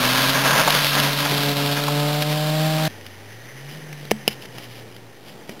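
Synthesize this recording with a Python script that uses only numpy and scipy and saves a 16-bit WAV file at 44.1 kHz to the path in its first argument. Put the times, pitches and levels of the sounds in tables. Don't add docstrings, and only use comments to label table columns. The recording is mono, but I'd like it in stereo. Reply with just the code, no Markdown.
import sys
import numpy as np
from scipy import signal
from scipy.fft import rfft, irfft, next_fast_len
from scipy.io import wavfile
from scipy.ndimage import uniform_filter1d

SR = 44100
rng = np.random.default_rng(int(sys.argv[2]) if len(sys.argv) > 2 else 0)


def wav_out(sig):
    wavfile.write(sys.argv[1], SR, np.round(np.clip(np.atleast_2d(sig).T, -1, 1) * 32767).astype(np.int16))


def ratio_of_db(decibels):
    return 10 ** (np.asarray(decibels, float) / 20)


N = 246959
T = np.arange(N) / SR
CUT_S = 2.879
SAMPLE_HZ = 8001.5

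# time in seconds, firing rate in Hz, level of the note in dB.
FAR_ENGINE = [(2.9, 99.6, -44.5), (3.15, 95.2, -44), (3.36, 112.2, -42.5), (3.53, 129, -44),
              (3.63, 137.8, -39), (3.79, 155.4, -38), (4.03, 146.4, -38.5), (4.16, 140.6, -41),
              (4.41, 130.2, -45), (4.62, 121.1, -43), (4.88, 115.9, -45.5), (5.05, 114.9, -46.5),
              (5.25, 115, -59)]
# pitch in Hz, width in Hz, level in dB.
THUD_MODES = [(450, 100, -9.5), (658, 490, -6)]
CLACK_MODES = [(1900, 460, -8), (2310, 380, -2.5)]
TICK_MODES = [(2980, 500, 2.5), (3750, 710, -11.5)]


def unit(x):
    return x / np.sqrt(np.mean(x ** 2))


def curves(table):
    s, *columns = np.transpose(table)
    return [np.interp(T, s, column) for column in columns]


def bumps(s, length, db):
    return sum(d * np.exp(-((T - t) / w) ** 2) for t, w, d in zip(s, length, db))


def colour(x, spectrum, lo_hz=1., hi_hz=20000.):
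    hz, db = np.transpose(spectrum)
    size = next_fast_len(N)
    f = np.fft.rfftfreq(size, 1 / SR) + 1
    shoulders = np.sqrt((1 + (lo_hz / f) ** 6) * (1 + (f / hi_hz) ** 6))
    gain = ratio_of_db(np.interp(np.log(f), np.log(hz), db)) / shoulders
    return unit(irfft(rfft(x, size) * gain, size)[:N])


def ring(x, hz, width):
    return signal.lfilter(*signal.iirpeak(min(hz, SAMPLE_HZ / 2), hz / width, fs=SR), x)


def shell(x, modes):
    return sum(ratio_of_db(db) * ring(x, hz, width) for hz, width, db in modes)


def walk(rate):
    k = int(SR / rate)
    held = np.repeat(rng.standard_normal(N // 40), k)[:N]
    return unit(uniform_filter1d(uniform_filter1d(held, k), k))


def grit(share, spread_db):
    size = ratio_of_db(spread_db * np.minimum(rng.exponential(size=N), 4)) * rng.standard_normal(N)
    grains = size * (rng.random(N) < .04)
    return np.sqrt(share) * unit(grains) + np.sqrt(1 - share) * rng.standard_normal(N)


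def orders(hz, levels, wobble, flicker_db):
    phase = 2 * np.pi * np.cumsum(hz * (1 + wobble * walk(60))) / SR
    tones = 0
    for k, db in levels:
        gain = np.sqrt(2) * ratio_of_db(db + flicker_db * walk(40))
        tones = tones + gain * np.sin(k * phase + k * k)
    return tones


def wind_rumble():
    # frequency in Hz, relative dB per Hz.
    wind_spectrum = [(18, -25.5), (30, -8.5), (54, -15.5), (123, -4), (454, -5), (684, -11), (805, -9.5),
                     (1140, -19.5), (1500, -20.5), (1950, -47.5), (3300, -120)]
    # centre in seconds, length in seconds, change in dB.
    gusts = [(3.365, 0.16, -2), (4.34, 0.084, 1.5), (5.15, 0.097, -2), (5.362, 0.063, 3.5)]
    wind_db = -44 + bumps(*np.transpose(gusts))
    return ratio_of_db(wind_db + 1.3 * walk(19)) * colour(rng.standard_normal(N), wind_spectrum)


def far_tyres():
    start_db, db_per_s, db_per_hz = -47.5, -4, 0.0876
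    hz, _ = curves(FAR_ENGINE)
    hiss_db = start_db + db_per_s * (T - CUT_S) + db_per_hz * (hz - FAR_ENGINE[0][1])
    return ratio_of_db(hiss_db + 1.7 * walk(30)) * unit(ring(rng.standard_normal(N), 1850., 300.))


def far_exhaust():
    # centre in seconds, length in seconds, change in dB.
    note_dips = [(3.509, .015, -9), (3.808, 0.013, -7), (4.441, .015, -8), (4.604, 0.011, -4)]
    hz, note_db = curves(FAR_ENGINE)
    fade_db_per_s = -27
    note_db = note_db + fade_db_per_s * np.maximum(T - FAR_ENGINE[-1][0], 0)
    note_db = note_db + bumps(*np.transpose(note_dips))
    return orders(hz, [(1, note_db)], wobble=0.0054, flicker_db=1.1)


def far_car():
    return far_exhaust() + far_tyres() + wind_rumble()


def finger_rustle():
    # centre in seconds, length in seconds, dB over the resting hand.
    slides = [(3.732, 0.056, 9.5), (4, 0.12, 4), (4.126, 0.052, 4), (4.301, 0.055, 12.5), (4.432, .02, 9),
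              (4.56, 0.051, 7), (4.645, 0.035, 13), (4.726, 0.034, 7), (4.785, 0.033, 10.5),
              (4.945, .05, 3), (5.058, 0.067, -7.5), (5.29, 0.052, 8.5), (5.505, 0.061, 7.5)]
    rub = grit(share=0.42, spread_db=1.0) * ratio_of_db(1.2 * walk(26))
    grip_db, grip_db_per_s = -46.5, -2.5
    rustle_db = grip_db + grip_db_per_s * (T - CUT_S) + bumps(*np.transpose(slides))
    ringing = shell(rub, THUD_MODES + CLACK_MODES + TICK_MODES)
    return ratio_of_db(rustle_db) * unit(ringing + ratio_of_db(-13.0) * rub)


def shell_knocks():
    # start in seconds, push in dB, scrape in dB, contact time in ms, tick over clack in dB.
    knock_rows = [(3.010, -50, -41, 2.2, 10), (3.054, -43, -38, 3.1, -11), (3.064, -42, -26.5, 2.3, 1),
                  (3.927, -38, -34.5, 3.3, -19.5), (4.029, -31, -42, 2.1, 0), (4.052, -31, -33, 2.3, 9),
                  (4.103, -40, -38, 0.56, 9), (4.1105, -24, -8, 1.5, -1), (4.115, -1, -9, 0.53, 3),
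                  (4.117, -34, -24, 1.9, -9), (4.278, -6, -8.5, 0.92, 20), (4.2818, -20, -24, 3.5, 18),
                  (4.302, -27, -32, 17, 8), (4.421, -31, -38, 8, 17.5), (4.453, -30.5, -30.5, 4.3, -2),
                  (4.583, -26.5, -27, 1.9, 6), (4.964, -33, -36, 1.8, 9), (5.493, -19.5, -27.5, 3, -8.5),
                  (5.594, -42, -32, 2, 1)]
    # pitch in Hz, width in Hz, level in dB.
    boom_modes = [(215.3, 9, -20)]
    boom_db, boom_per_sharp = -20, -.35
    crack_db = -15.5
    knocks = np.zeros(N)
    t = T[:9000]
    noises = rng.standard_normal((len(knock_rows), len(t)))
    for (s, push_db, scrape_db, ms, sharp_db), noise in zip(knock_rows, noises):
        tau = max(ms / 1000, 2 / SR)
        push = np.exp(-t / tau) - np.exp(-5 * t / tau)
        rough = push * noise
        crack = ratio_of_db(crack_db) * np.gradient(rough)
        parts = [(push_db + boom_db + boom_per_sharp * sharp_db, shell(push, boom_modes)),
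                 (push_db, shell(push, THUD_MODES)),
                 (scrape_db - sharp_db / 2, shell(rough, CLACK_MODES) + crack),
                 (scrape_db + sharp_db / 2, shell(rough, TICK_MODES) + crack)]
        i = int(s * SR)
        for db, y in parts:
            knocks[i:i + len(t)] += (ratio_of_db(db) * y / np.abs(y).max())[:N - i]
    return knocks


def nose_to_tail(nose, back):
    pass_s, turn_s = 1.215, 0.22
    tail = .5 + .5 * np.tanh((T - pass_s) / turn_s)
    return nose + (back - nose) * tail


def near_gravel():
    # time in seconds, level in dB.
    spray_levels = [(0, -25), (.1, -24), (.5, -26.5), (.85, -24), (1.3, -25), (1.9, -29.5), (2.3, -30.5),
                    (2.87, -30)]
    # centre in seconds, length in seconds, coarse stones in dB, fine spray in dB.
    patches = [(0.368, 0.022, 6, -8), (0.458, 0.034, 3, 0.5), (.57, 0.084, 6.5, -3), (0.695, 0.023, 3, 0),
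               (0.756, 0.024, 0.5, 3.5), (0.89, 0.062, -3, 2), (0.972, 0.012, 4.5, -8),
               (1.069, .03, 3.5, 0.5), (1.266, 0.029, 2, -1), (1.727, 0.01, 2.5, 6), (1.796, 0.026, 2, 1),
               (1.879, 0.028, 1.5, 0.5), (2.224, 0.0094, 5, 6), (2.85, .012, 4, 1.5)]
    # frequency in Hz, relative dB per Hz.
    gravel_spectrum = [(18, -36), (30, -38), (49, -43), (85, -16), (113, -10.5), (139, -3.5), (188, -2),
                       (284, -2.5), (334, -14), (629, -6.5), (771, -12.5), (1010, -14.5), (1580, -13.5),
                       (1890, -13.5), (3950, -1.5), (5140, -52), (8690, -120)]
    # pitch in Hz, width in Hz, level in dB.
    panels = [(525, 220, -8), (1005, 160, -0.5), (1384, 110, -9.5), (1620, 53, 3.5)]
    (spray_db,) = curves(spray_levels)
    s, length, coarse, fine = np.transpose(patches)
    coarse_db = spray_db + bumps(s, length, coarse)
    fine_db = spray_db + bumps(s, length, fine)
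    spray = grit(share=0.3, spread_db=2.5) * ratio_of_db(0.3 * walk(24.95) + 0.52 * walk(90))
    crunch = spray * ratio_of_db(1.0 * walk(35.1))
    crunch = crunch + shell(crunch, panels)
    rumble_db, crunch_db = nose_to_tail(-7, -8), nose_to_tail(0.5, -6)
    low = ratio_of_db(coarse_db + rumble_db) * colour(crunch, gravel_spectrum, hi_hz=873.0)
    middle = ratio_of_db(coarse_db + crunch_db) * colour(crunch, gravel_spectrum, lo_hz=1010.0, hi_hz=1690.0)
    high = ratio_of_db(fine_db) * colour(spray, gravel_spectrum, lo_hz=1680.0)
    return low + middle + high


def thrown_stones():
    # start in seconds, peak in dB, pitch in Hz.
    stone_rows = [(0.217, -12, 3600), (0.455, -8.5, 1110), (0.676, -6.5, 770), (0.705, -3, 3700),
                  (0.845, -7, 3506), (0.866, -12, 1601), (0.914, -18.5, 3320), (1, -5, 3300),
                  (1.034, -9, 3300), (1.131, -12, 3580), (1.259, -11, 1007), (1.315, -21, 450),
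                  (1.771, -15.5, 1287), (1.881, -11, 999), (2.222, -7.5, 3653)]
    stones = np.zeros(N)
    t = T[:1200]
    for (s, db, hz), noise in zip(stone_rows, rng.standard_normal((len(stone_rows), 1200))):
        scrape = noise * np.exp(-t * hz / 6)
        ping = ring(ring(scrape, hz, .9 * hz), hz, .9 * hz)
        i = int(s * SR)
        stones[i:i + 1200] += ratio_of_db(db) * ping / np.abs(ping).max()
    return stones


def gearbox_whine():
    # time in seconds, pitch in Hz, level in dB.
    whine_points = [(1.3, 1340, -60), (1.55, 1330, -41), (1.9, 1280, -41), (2.2, 1250, -45),
                    (2.5, 1240, -60)]
    hz, db = curves(whine_points)
    return orders(hz, [(1, db)], wobble=.02, flicker_db=2.)


def near_engine():
    # time in seconds, firing rate in Hz, level of the firing tone in dB.
    engine_points = [(0, 123.4, -33), (.3, 134.7, -28), (.44, 136.9, -27.5), (.61, 143.2, -32.5),
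                     (.68, 148.3, -29), (.94, 142.8, -29), (1.06, 143, -23.5), (1.22, 143.8, -27),
                     (1.46, 143, -26), (1.65, 142.8, -25.5), (1.84, 145.1, -28), (1.93, 145.4, -23.5),
                     (2.2, 149.1, -23.5), (2.47, 152.9, -23), (2.66, 156.3, -21.5), (2.87, 156.4, -22.5)]
    # pitch in Hz, dB over the firing tone.
    nose_tones = [(250, 4.5), (272, -5), (290, -11), (375, -9.5), (420, -15), (560, -23), (720, -19.5),
                  (860, -24)]
    tail_tones = [(284, -3.5), (305, -11), (318, -10.5), (430, -7), (475, -22), (575, -8), (610, -8),
                  (632, -6), (715, -9.5), (765, -11.5), (792, -9), (858, -15), (880, -13), (915, -22.5),
                  (950, -23.5)]
    # multiple of the firing rate, dB relative to the fifth.
    upper_tones = [(7, -12), (8, -14), (9, -16), (10, -15), (11, -17), (12, -18)]
    hz, tone_db = curves(engine_points)

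    def overtone_db(k):
        nose = np.interp(k * hz, *np.transpose(nose_tones))
        back = np.interp(k * hz, *np.transpose(tail_tones))
        return tone_db + nose_to_tail(nose, back)

    levels = [(1, tone_db)]
    levels += [(k, overtone_db(k)) for k in range(2, 7)]
    levels += [(k, overtone_db(5) + db) for k, db in upper_tones]
    return orders(hz, levels, wobble=.002, flicker_db=0.9)


def near_car():
    # centre in seconds, length in seconds, change in dB.
    car_dips = [(1.124, 0.075, -3.5), (1.284, .02, -3), (1.548, 0.015, -5.5), (1.75, .015, -2),
                (1.83, .02, 0.5), (2.246, 0.016, -3)]
    car = near_engine() + gearbox_whine() + near_gravel()
    return car * ratio_of_db(bumps(*np.transpose(car_dips))) + thrown_stones()


def scene():
    near = np.clip((CUT_S - T) / 0.0017 + .5, 0, 1)
    far = far_car() + finger_rustle() + shell_knocks()
    return np.tile(near * near_car() + (1 - near) * far, (2, 1))


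def top_cut(x):
    return signal.sosfilt(signal.butter(12, 16720, fs=SR, output="sos"), x)


def record(dry):
    x = signal.sosfilt(signal.butter(2, 89.3, "high", fs=SR, output="sos"), dry)
    x = signal.sosfilt(signal.butter(6, SAMPLE_HZ / 2, fs=SR, output="sos"), x)
    held = (np.floor(T * SAMPLE_HZ) * SR / SAMPLE_HZ).astype(int)
    x = np.floor(np.clip(x[:, held], -1, 1) * 128) / 128
    x = signal.sosfilt(signal.ellip(8, .1, 60, 15600, fs=SR, output="sos"), x)
    return top_cut(x)


dry = scene()
out = record(dry)
wav_out(out)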